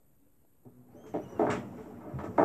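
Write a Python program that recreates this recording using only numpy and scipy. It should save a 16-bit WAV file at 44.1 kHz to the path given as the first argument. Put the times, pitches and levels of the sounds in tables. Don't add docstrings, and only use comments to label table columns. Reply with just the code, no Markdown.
import sys
import numpy as np
from scipy import signal
from scipy.fft import rfft, irfft, next_fast_len
from scipy.io import wavfile
from scipy.ndimage import uniform_filter1d, map_coordinates

SR = 44100
rng = np.random.default_rng(int(sys.argv[2]) if len(sys.argv) > 2 else 0)


def store_pcm(level_fs):
    pcm = np.round(np.clip(level_fs, -1, 1) * 32767).astype(np.int16)
    wavfile.write(sys.argv[1], SR, np.atleast_2d(pcm).T)


def volts_from_db(level):
    exponent = np.asarray(level, float) / 20
    return 10 ** exponent


N = 107912


def unit(x):
    return x / np.sqrt(np.mean(x ** 2) + 1e-20)


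def along(points, hz):
    f, value = np.transpose(points)
    return np.interp(np.log(hz + 1), np.log(f + 1), value)


def curves(rows):
    s, *columns = np.transpose(rows)
    return [np.interp(np.arange(N) / SR, s, column) for column in columns]


def gate(rows, fade_s):
    t = np.arange(N) / SR
    to_edge = np.minimum(t - rows[0][0], rows[-1][0] - t)
    return np.clip(to_edge / fade_s, 0, 1)


def wobble(rate):
    knots = rng.standard_normal(1000)
    return map_coordinates(knots, [np.arange(N) * min(rate, 400) / SR])


def filtered(x, response):
    m = next_fast_len(N + SR // 2)
    return irfft(rfft(x, m) * response(np.fft.rfftfreq(m, 1 / SR)), m)[:N]


def rush(spectrum, patchy_db):
    z = signal.stft(rng.standard_normal(N), nperseg=512)[2]
    field = uniform_filter1d(rng.standard_normal(z.shape), size=4, axis=0)
    field = uniform_filter1d(field, size=8, axis=1)
    x = signal.istft(z * volts_from_db(patchy_db * unit(field)), nperseg=512)[1][:N]
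    return unit(filtered(x, lambda hz: volts_from_db(along(spectrum, hz))))


def tone(hz, orders, colour=lambda f: 1):
    turn = 2 * np.pi * np.cumsum(hz) / SR
    return sum(np.sqrt(2) * volts_from_db(db) * colour(k * hz) * np.sin(k * turn) for k, db in orders)


def bursts(rows, attack_s, t60, blow=0):
    t = np.arange(N) / SR
    power = np.zeros(N)
    for s, db, hold in rows:
        u = t - s
        release = volts_from_db(db - 60 * np.clip(u - hold, 0, None) / t60)
        attack = np.clip(u / attack_s, 0, 1)
        first_blow = 1 + blow * np.exp(-np.abs(u) / 0.00097)
        power += (release * attack * first_blow) ** 2
    return np.sqrt(power)


def resonances(body, f):
    total = 0
    for k, (centre, width, db) in enumerate(body):
        damping = 1j * f * width
        total = total + (-1) ** k * volts_from_db(db) * damping / (centre * centre - f * f + damping)
    return total


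# frequency in Hz, level in dB per Hz.
ROOM_COLOUR = [(12, -56), (20, 2), (32, 0), (204, -4.5), (235, -6.5), (276, -5.5), (338, -11), (507, -14.5),
               (2500, -41), (3250, -61), (5500, -120)]


def room():
    return volts_from_db(-67.5) * rush(ROOM_COLOUR, patchy_db=1.2)


# frequency in Hz, level in dB per Hz.
HISS_COLOUR = [(1500, -6.5), (5800, -16.5), (7800, -3), (9200, -4), (10500, -10.5), (12500, -4),
               (13100, -4), (15000, -20)]


def hiss():
    buzz_hz = 59.7
    pulses = np.cos(np.pi * buzz_hz * np.arange(N) / SR) ** 12
    return volts_from_db(-79) * unit((1 + 0.45 * pulses) * rush(HISS_COLOUR, patchy_db=1.5))


# time in seconds, pitch in Hz, level in dB.
WHINE_PATH = [(0, 11835, -82), (.1, 11860, -82), (.5, 11815, -82), (1.25, 11790, -80), (1.4, 11880, -80),
              (1.68, 12000, -81), (1.95, 11880, -81), (2.3, 11845, -80), (2.45, 11885, -80)]


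def whine():
    jitter_hz, flutter_db, flutters_per_s, halo_hz = 22, 1.8, 120, 200
    hz, db = curves(WHINE_PATH)
    jittered_hz = hz + jitter_hz * wobble(2 * flutters_per_s)
    core = tone(jittered_hz, [(1, flutter_db * wobble(flutters_per_s))])
    slow_noise = unit(filtered(rng.standard_normal(N), lambda f: 1 / (1 + (f / halo_hz) ** 2)))
    halo = slow_noise * tone(hz, [(1, -3)])
    return volts_from_db(db) * (core + halo)


# frequency in Hz, level in dB per Hz.
SLOSH_COLOUR = [(24, -48), (45, -10), (120, 1), (250, -0.5), (430, -7), (620, -10), (1200, -18),
                (2500, -32.5), (5000, -50)]
# frequency in Hz, level in dB per Hz.
SPRAY_COLOUR = [(2500, -28), (4600, -12.5), (5610, -3.5), (6510, -7), (7510, -1), (9100, -17), (12100, -31),
                (14500, -40.5)]
# frequency in Hz, level in dB per Hz.
SLAP_COLOUR = [(700, -33), (1300, 2), (2100, 2), (2700, -4.5), (3400, -10), (4500, -19.5), (7000, -44)]
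# time in seconds, level in dB.
CHURNING = [(0.6, -59.5), (0.712, -64), (0.83, -70.5), (0.952, -59), (1.29, -48), (1.398, -45),
            (1.686, -48.5), (1.864, -49), (2.076, -53.5), (2.234, -48), (2.31, -49.5), (2.44, -40)]
# start in seconds, spray level in dB, slap over spray in dB, hold in seconds.
SPLASHES_THROWN = [
    (1.061, -70, 3.5, 0.026),
    (1.135, -74, 15.5, 0.026),
    (1.391, -70, 12, 0.0062),
    (1.405, -75.5, 15.5, 0.1),
    (1.4989, -50, 12.5, 0.02),
    (1.764, -77, 9.5, 0.07),
    (2.186, -72.5, 15, 0.021),
    (2.235, -67.5, 6, 0.021),
    (2.378, -66, 8, 0.0147),
]
# start in seconds, pitch in Hz, level in dB, life in seconds.
BIG_BUBBLES = [
    (.19, 268, -60, 0.05),
    (.258, 495, -64.5, 0.022),
    (.95, 569, -48.5, 0.044),
    (1.04, 207, -64, 0.08),
    (1.04, 810, -70, 0.029),
    (1.87, 272, -53, 0.022),
    (2.132, 131.4, -27, 0.034),
    (2.14, 191, -40, 0.016),
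    (2.175, 165.7, -44, 0.016),
    (2.135, 76.8, -33.5, 0.057),
]


def bubbles(rows):
    out = np.zeros(N + SR)
    t = np.arange(SR // 4) / SR
    for s, hz, db, life in rows:
        u = t / life
        swell = 3 * u * np.exp(-2 * u)
        out[round(s * SR):][:len(t)] += volts_from_db(db) * swell * np.sin(2 * np.pi * hz * t * (1 + 0.025 * u))
    return out[:N]


def gurgle():
    count, middle_hz, spread, cycles = 260, 350, 0.5, 5
    draw = np.clip(rng.standard_normal((count, 3)), -1.5, 1.5)
    hz = middle_hz * np.exp(spread * draw[:, 0])
    starts = np.sort(rng.uniform(0, N / SR, count))
    return unit(bubbles(zip(starts, hz, 4 * draw[:, 1], cycles / hz)))


def churned_water():
    churn_db, = curves(CHURNING)
    top = churn_db.max()
    fade_in = np.clip((np.arange(N) / SR - CHURNING[0][0]) / 0.21, 0, 1)
    gurgles = volts_from_db(-5.5) * gurgle()
    surge = volts_from_db(churn_db + 1.5 + 0.97 * wobble(10.69))
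    slosh = surge * (rush(SLOSH_COLOUR, patchy_db=1.5) + gurgles)
    fizz = volts_from_db(top + 0.93 * (churn_db - top) - 30.5) * rush(SPRAY_COLOUR, patchy_db=0.8)
    return fade_in * (slosh + fizz)


def thrown_water():
    attack_s, t60 = 0.0031, 0.26
    spray_rows = [(s, db, hold) for s, db, _, hold in SPLASHES_THROWN]
    slap_rows = [(s, db + over_db, hold) for s, db, over_db, hold in SPLASHES_THROWN]
    spray = bursts(spray_rows, attack_s, t60) * rush(SPRAY_COLOUR, patchy_db=0.8)
    slap = bursts(slap_rows, attack_s, t60) * rush(SLAP_COLOUR, patchy_db=1.5)
    return (spray + slap) * volts_from_db(1.2 * wobble(210))


def water():
    return churned_water() + thrown_water() + bubbles(BIG_BUBBLES)


# time in seconds, peak in dB.
CLOTH_JOLTS = [(.448, -60.5), (.653, -65), (.662, -64), (.684, -58.5), (1.1406, -31.5), (1.1447, -30),
               (1.151, -28), (1.1623, -30.5), (1.170, -30.5), (1.186, -37), (1.197, -38.5), (1.240, -46),
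               (1.395, -21.5), (1.404, -22.5), (1.416, -21), (1.421, -24.5), (1.430, -23), (1.438, -25.5),
               (1.450, -20.5), (1.473, -23.5), (1.492, -27.5), (1.498, -30), (2.187, -43), (2.241, -35),
               (2.262, -35), (2.324, -51), (2.3845, -14), (2.395, -16), (2.398, -19), (2.410, -17.5),
               (2.415, -16), (2.4285, -14)]
# frequency in Hz, width in Hz, level in dB.
DRUM_MODES = [(310, 64, 1), (441.4, 60, -2), (636, 106, 1), (889, 207, -5.5), (1314, 170, -15)]


def jolts():
    soft_hz = 2200
    blows = np.zeros(N)
    for s, db in CLOTH_JOLTS:
        blows[round(s * SR)] = volts_from_db(db)
    ring = lambda f: resonances(DRUM_MODES, f) / (1 + 1j * f / soft_hz) ** 4
    one_blow = filtered(np.arange(N) == 0, ring)
    return filtered(blows, ring) / one_blow.max()


# time in seconds, second order pitch in Hz, level in dB.
HUM_PATH = [
    (.648, 249, -65),
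    (.67, 249, -53.5),
    (.71, 247, -73),
    (.8, 248, -59.5),
    (.85, 247, -66.5),
    (.96, 253, -59),
    (1.02, 250, -74),
]
# multiple of the pitch, level in dB.
HUM_MULTIPLES = [(.5, 2.5), (1, 3.5), (1.5, -8)]


def motor_hum():
    hz, db = curves(HUM_PATH)
    return gate(HUM_PATH, 0.017) * volts_from_db(db + 1.5 * wobble(30)) * tone(hz, HUM_MULTIPLES)


# start in seconds, level in dB, middle panels over it in dB,
# high panels over it in dB, hold in seconds.
LANDINGS = [(0.649, -56.5, -8.5, -20.5, 0.019), (0.945, -55.5, -20, -28, 0.032),
            (1.037, -52.5, -10, -10, 0.035), (1.1383, -34, -7, -29, 0.028), (1.391, -30.5, 1, -12.5, 0.04),
            (1.465, -35, -1, -0.5, 0.053), (1.495, -37, -9, -24, 0.024), (1.776, -49, -8.5, -7.5, 0.023),
            (1.854, -49, -6.5, -10.5, 0.0064), (2.005, -55, 1.5, -2.5, 0.027), (2.04, -49, -2, -9.5, 0.084),
            (2.185, -47, -0.5, 2, 0.016), (2.233, -39.5, -8, -9.5, 0.031), (2.378, -31, -1, 0.5, 0.042)]
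# frequency in Hz, width in Hz, level in dB.
LOW_PANELS = [(160.6, 14.4, -3.5), (239.4, 18, -3), (307.4, 52, 0), (442, 36.6, 0.5)]
# frequency in Hz, width in Hz, level in dB.
MIDDLE_PANELS = [(598.7, 26, 5), (624.6, 51, 0), (730, 38.6, -2)]
# frequency in Hz, width in Hz, level in dB.
HIGH_PANELS = [(876, 86, 1), (935, 115, 0.5), (1146, 105, -4), (1304, 58, -3.5), (1552, 77, -11),
               (1760, 75, -13), (2130, 71, -16), (2540, 330, -40.5)]
# start in seconds, level in dB, hold in seconds.
TUB_BOOMS = [
    (.655, -64, 0.06),
    (1.145, -53, 0.048),
    (1.33, -69, .02),
    (1.42, -77.5, .03),
    (1.48, -38, 0.036),
    (2.13, -58, 0.043),
    (2.25, -43.5, 0.042),
    (2.38, -63, .05),
]
# frequency in Hz, width in Hz, level in dB.
TUB_MODES = [(70.4, 7.1, -3.5), (112.8, 24, 0), (167, 60, -3.5)]


def shaken(envelope, body, strikes=(), strike_delay_s=0.0):
    lumpy_db, lumps_per_s = 0, 120
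    top_hz = body[-1][0]
    soft = lambda f: resonances(body, f) / (1 + 1j * f / (2 * top_hz)) ** 2
    push = unit(rng.standard_normal(N) * volts_from_db(lumpy_db * wobble(lumps_per_s)))
    force = envelope * push
    for s, db, _ in strikes:
        force[round((s + strike_delay_s) * SR)] += 18 * volts_from_db(db)
    return filtered(force, soft) / np.std(filtered(push, soft))


def laundry():
    attack_s, t60 = 0.00128, 0.21
    s, db, middle_db, high_db, hold = np.transpose(LANDINGS)
    out = shaken(bursts(TUB_BOOMS, attack_s=0.0082, t60=0.11), TUB_MODES)
    for over_db, panels in [(0, LOW_PANELS), (middle_db, MIDDLE_PANELS), (high_db, HIGH_PANELS)]:
        rows = list(zip(s, db + over_db, hold))
        out = out + shaken(bursts(rows, attack_s, t60, blow=0.13), panels, rows, attack_s)
    return out


# time in seconds, pitch in Hz, level in dB, second partial over it in dB.
SLIPS = [
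    [(.905, 2060, -95, 2), (.947, 2390, -91, 2), (.949, 2850, -102, 14), (.975, 3090, -81, 3),
     (1.04, 3220, -76, -1), (1.11, 3180, -79, 5), (1.135, 2960, -79, 2), (1.2, 2990, -78, -3)],
    [(1.205, 2880, -82, -3), (1.222, 2920, -73, -1), (1.244, 3040, -74, 0), (1.254, 2860, -70, -14),
     (1.278, 2830, -74, -10), (1.286, 2940, -74, 4), (1.348, 2945, -76, 4), (1.364, 2800, -72, -20),
     (1.398, 2710, -73, -14)],
]


def squeak(slip):
    seal_cut_hz = 2550
    hz, db, over_db = curves(slip)
    hz = hz * (1 + 0.008 * wobble(250))
    colour = lambda f: 1 / (1 + (seal_cut_hz / f) ** 24)
    levels = [db, db + over_db, db - 21 + 2 * over_db]
    orders = [(k, level + 2.2 * wobble(91)) for k, level in enumerate(levels, 1)]
    return gate(slip, 0.0048) * tone(hz, orders, colour)


# frequency in Hz, t60 in seconds.
ROOM_DECAY = [(200, 0.18), (2000, 0.06), (10000, 0.063)]


def walls(x):
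    hz, t, z = signal.stft(rng.standard_normal(SR // 2), SR, nperseg=256)
    decay = volts_from_db(-60 * t / along(ROOM_DECAY, hz)[:, None])
    tail = signal.istft(z * decay, SR, nperseg=256)[1]
    delayed = np.pad(x, (300, 0))
    return signal.fftconvolve(delayed, tail / np.linalg.norm(tail))[:N]


def scene():
    machine = laundry() + jolts() + water() + sum(map(squeak, SLIPS))
    floor = room()
    echo = volts_from_db(-11) * walls(machine)
    motor = motor_hum() + whine()
    return (machine + echo + motor + floor)[None]


def roll_off(x):
    return signal.sosfilt(signal.butter(12, 15030, fs=SR, output="sos"), x)


def record(dry):
    low_cut_hz, offset = 42, -0.0006
    heard = filtered(dry[0], lambda f: (1j * f / (low_cut_hz + 1j * f)) ** 2)
    mix = offset + (heard + hiss())[None]
    return roll_off(mix)


dry = scene()
out = record(dry)
store_pcm(out)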